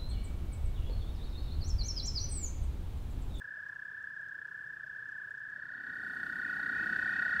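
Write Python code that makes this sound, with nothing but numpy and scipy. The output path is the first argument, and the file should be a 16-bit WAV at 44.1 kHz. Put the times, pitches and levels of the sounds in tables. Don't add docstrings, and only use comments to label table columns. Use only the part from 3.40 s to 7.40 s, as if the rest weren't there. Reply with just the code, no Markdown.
import sys
import numpy as np
from scipy import signal
from scipy.fft import rfft, irfft
from scipy.io import wavfile
from scipy.ndimage import uniform_filter1d

SR = 44100
rng = np.random.default_rng(int(sys.argv[2]) if len(sys.argv) > 2 else 0)


def store_wav(level_fs):
    pcm = np.round(np.clip(np.atleast_2d(level_fs), -1, 1) * 32767)
    wavfile.write(sys.argv[1], SR, pcm.T.astype(np.int16))


N = 176400

# frequency_hz, relative_level_db
LAWN_AIR_CURVE = [(25, -19.5), (50, -11), (90, -0.5), (135, 2.5), (220, -11.5), (400, -10), (750, -14.5),
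                  (1050, -10.5), (1350, -6), (2100, -17), (3300, -20), (4000, -26), (5000, -25.5),
                  (6500, -29.5), (10000, -34), (15500, -38)]
POND_AIR_CURVE = [(25, -25.5), (55, 0.5), (90, -0.5), (220, 4), (420, -9.5), (800, -11.5), (1300, -5.5),
                  (2200, -12.5), (3300, -14.5), (4100, -19.5), (4800, -20), (6200, -27.5), (10000, -33),
                  (15500, -40)]
# place, pitch_hz, level_db, pulse_s, second_harmonic_db, third_harmonic_db, rasp_hz, rasp_db
NEAR_TOADS = [ ("lawn", 1555, -41, 0.017, -36.5, -41, 420, -42),
              ("lawn", 1688, -38, 0.022, -39, -40, 992, -27),
              ("lawn", 1768, -44, 0.028, -34.5, -46.5, 930, -36),
              ("pond", 1472, -26.5, 0.021, -35.5, -28, 748, -25),
              ("pond", 1692, -32.5, .019, -31, -43.5, 590, -36),
              ("pond", 1847.5, -28.5, .018, -27.5, -42, 800, -36),
              ("pond", 1593, -36, 0.02, -30.5, -33, 770, -31.5),
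              ("pond", 1760, -37.5, 0.023, -29, -43.5, 660, -28.5), ]
# anchor_pulse_s, then pulse_rate_hz at its place's four keyframes
TOAD_RHYTHMS = [ (.0248, 29.07, 29.33, 27.83, 27.92), (.0197, 31.9, 31.93, 31.13, 32.29),
                (.0237, 29.07, 30.57, 28.57, 30.02), (2.2098, 30.55, 30.07, 30.3, 29.61),
                (2.2293, 31.75, 31.14, 31.46, 30.73), (2.2044, 34.24, 32.26, 33.31, 35.27),
                (2.235, 25.57, 27.66, 25.58, 26.88), (2.2256, 28.59, 29.25, 28.01, 29.86), ]
RHYTHM_KEYFRAMES = {"lawn": (0, .7, 1.4, 2.4), "pond": (2.2, 2.8, 3.4, 4)}
FAR_CHORUS = {"lawn": (1450, 1700, -65), "pond": (1470, 1860, -46)}
# centre_s, pitch_hz, level_db
LOW_BLIPS = [(.09, 570, -69), (.185, 620, -63.5), (.805, 640, -65.5), (1.45, 635, -64.5), (1.897, 610, -70),
             (2.19, 590, -63), (2.32, 586, -65), (3.2, 833, -51)]
# start_s, level_db, pitch_hz
LEAF_TICKS = [(.287, -66.5, 5700), (.351, -73, 6330), (.628, -70, 6610), (.813, -72, 6880),
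              (0.885, -67, 5750), (.953, -72, 5600), (1.073, -70, 5750), (1.266, -70, 5500),
              (1.466, -72, 5520), (1.686, -64, 5600), (1.717, -71, 5620), (1.905, -69, 7230),
              (1.979, -67.5, 5500), (2.1, -67.5, 5300)]
# time_s, level_db
RUMBLE_FADER = [(2, -80), (2.55, -60.5), (3, -59.5), (3.45, -52.5), (3.75, -62.5), (4, -82)]
HISS_FADER = [(2.2, -105), (2.52, -84), (2.67, -77), (3.05, -76), (3.5, -77.5), (4, -79.5)]
# start_s, length_s, start_pitch_hz, end_pitch_hz, level_db
FROG_PEEPS = [(3.02, 0.105, 2400, 2583, -60.5), (3.291, 0.18, 2238, 2642, -58.5),
              (3.518, 0.15, 2585, 2557, -64.5), (3.631, .19, 2220, 2630, -59.5),
              (3.9, 0.095, 2570, 2604, -65.5)]

TIME_S = np.arange(N) / SR
DISSOLVE_S = (2.02, 3.82)
SAG_HZ = {"lawn": 29.4, "pond": 45.6}
PITCH_SCATTER, PITCH_DRIFT = .0035, .005
PULSE_JITTER_S, PULSE_SCATTER_DB = .00008, .7
FAR_RATE_HZ, FAR_PULSE_S, FAR_TRANSPOSE = 31, .018, .908
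ECHO_T60_S, NEAR_SEND_DB = 0.72, {"lawn": -9, "pond": -9.5}


def undb(db):
    return 10 ** (np.asarray(db) / 20)


def unit(x):
    return x / np.sqrt(np.mean(x ** 2))


def wander(rate_hz):
    hold = int(SR / rate_hz)
    steps = np.repeat(rng.standard_normal(N // hold + 1), hold)
    return unit(uniform_filter1d(uniform_filter1d(steps, hold), hold)[:N])


def noise(colour):
    hz = np.maximum(np.arange(N // 2 + 1) * SR / N, 1)
    return unit(irfft(rfft(rng.standard_normal(N)) * colour(hz), N))


def band(hz, width_hz):
    return noise(lambda f: 1 / (1 + ((f * f - hz * hz) / (f * width_hz * 2)) ** 2))


def swell(progress, attack, release):
    fade_in = np.sin(np.pi / 2 * np.clip(progress / attack, 0, 1)) ** 2
    fade_out = np.sin(np.pi / 2 * np.clip((1 - progress) / release, 0, 1)) ** 2
    return fade_in * fade_out


def air(curve, level_db):
    hz, gain_db = np.array(curve).T
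    bed = noise(lambda f: undb(np.interp(np.log(f), np.log(hz), gain_db)))
    return bed * undb(level_db + .5 * wander(12))


def toad_trill(rate_hz, anchor_s, hz, pulse_s, sag_hz, partials):
    cycles = np.cumsum(rate_hz) / SR
    cycles -= np.interp(anchor_s, TIME_S, cycles)
    pulse = np.round(cycles).astype(int)
    late, loud, sharp = rng.standard_normal((256, 3))[pulse % 256].T
    from_centre_s = (cycles - pulse) / rate_hz + PULSE_JITTER_S * late
    pitch_hz = hz * (1 + PITCH_SCATTER * sharp + PITCH_DRIFT * wander(3.99))
    phase = 2 * np.pi * (pitch_hz * from_centre_s - sag_hz * from_centre_s ** 2 / (2 * pulse_s))
    envelope = swell(from_centre_s / pulse_s + .5, attack=.36, release=.69)
    whistle = sum(undb(db) * envelope ** np.sqrt(ratio) * np.sin(ratio * phase) for ratio, db in partials)
    return undb(PULSE_SCATTER_DB * loud) * whistle, envelope


def tree_echo(sound):
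    t = np.arange(SR) / SR
    build_up = 1 - np.exp(-t / 0.0068)
    tail = rng.standard_normal(SR) * np.exp(-np.log(1000) * t / ECHO_T60_S) * build_up
    tail /= np.sqrt(np.sum(tail ** 2))
    pre_roll = sound[:SR][::-1]
    return signal.fftconvolve(np.concatenate([pre_roll, sound]), tail)[SR:SR + N]


def toad_chorus(place):
    near, far = np.zeros(N), np.zeros(N)
    for toad, (anchor_s, *rates_hz) in zip(NEAR_TOADS, TOAD_RHYTHMS):
        home, hz, level_db, pulse_s, second_db, third_db, rasp_hz, rasp_db = toad
        if home == place:
            rate_hz = np.interp(TIME_S, RHYTHM_KEYFRAMES[place], rates_hz)
            partials = [(1, 0), (2, second_db), (3, third_db)]
            whistle, envelope = toad_trill(rate_hz, anchor_s, hz, pulse_s, SAG_HZ[place], partials)
            rasp = band(rasp_hz, width_hz=70) * undb(rasp_db + .8 * wander(20)) / np.sqrt(2)
            near += undb(level_db) * (whistle + envelope ** 2 * rasp)
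    lowest_hz, highest_hz, send_db = FAR_CHORUS[place]
    partials = [(FAR_TRANSPOSE, 0.0079)]
    for hz in np.linspace(lowest_hz, highest_hz, 6):
        rate_hz = FAR_RATE_HZ * (1 + .07 * rng.uniform(-1, 1) + .01 * wander(2))
        whistle, _ = toad_trill(rate_hz, rng.random(), hz, FAR_PULSE_S, SAG_HZ[place], partials)
        far += undb(send_db) * whistle
    return near + far / 2 + tree_echo(undb(NEAR_SEND_DB[place]) * near + far)


def blips(length_s=.028):
    out = np.zeros(N)
    for centre_s, hz, level_db in LOW_BLIPS:
        t = TIME_S - centre_s
        envelope = swell(t / length_s + .5, attack=.28, release=.68)
        out += undb(level_db) * envelope * np.sin(2 * np.pi * hz * t)
    return out


def litter_crackle(clicks_per_s=7, level_db=-69, decay_s=.0007):
    hits = (rng.random(N) < clicks_per_s / SR) * rng.uniform(.5, 1, N)
    envelope = signal.lfilter([1], [1, -np.exp(-1 / (decay_s * SR))], hits + 1e-18)
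    return undb(level_db) * envelope * band(9000, width_hz=6000)


def leaf_ticks(decay_s=.0025):
    out = np.zeros(N)
    for start_s, level_db, hz in LEAF_TICKS:
        envelope = (TIME_S >= start_s) * np.exp(-np.abs(TIME_S - start_s) / decay_s)
        out += undb(level_db) * envelope * band(hz, width_hz=1400)
    return out


def distant_rumble():
    level_db = np.interp(TIME_S, *np.array(RUMBLE_FADER).T)
    return band(240, width_hz=73) * undb(level_db)


def treble_hiss(flicker_db=2):
    level_db = np.interp(TIME_S, *np.array(HISS_FADER).T, left=-200)
    return band(8500, width_hz=5200) * undb(level_db + flicker_db * wander(300))


def peeping_frogs(echo_send_db=1):
    peeps = np.zeros(N)
    for start_s, length_s, start_hz, end_hz, level_db in FROG_PEEPS:
        progress = np.clip((TIME_S - start_s) / length_s, 0, 1)
        hz = start_hz + (end_hz - start_hz) * np.sin(np.pi / 2 * progress)
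        envelope = swell(progress, attack=.3, release=.15)
        peeps += undb(level_db) * envelope * np.sin(2 * np.pi * np.cumsum(hz) / SR)
    return peeps + undb(echo_send_db) * tree_echo(peeps)


def scene():
    lawn = toad_chorus("lawn") + air(LAWN_AIR_CURVE, level_db=-64.5)
    pond = toad_chorus("pond") + air(POND_AIR_CURVE, level_db=-51.5) + peeping_frogs()
    details = distant_rumble() + leaf_ticks() + litter_crackle() + treble_hiss() + blips()
    crossfade = np.interp(TIME_S, DISSOLVE_S, (0, 1))
    return ((1 - crossfade) * lawn + crossfade * pond + details)[None]


def record(dry):
    return signal.sosfilt(signal.ellip(10, .1, 80, 15700, fs=SR, output="sos"), dry)


dry = scene()
out = record(dry)
store_wav(out)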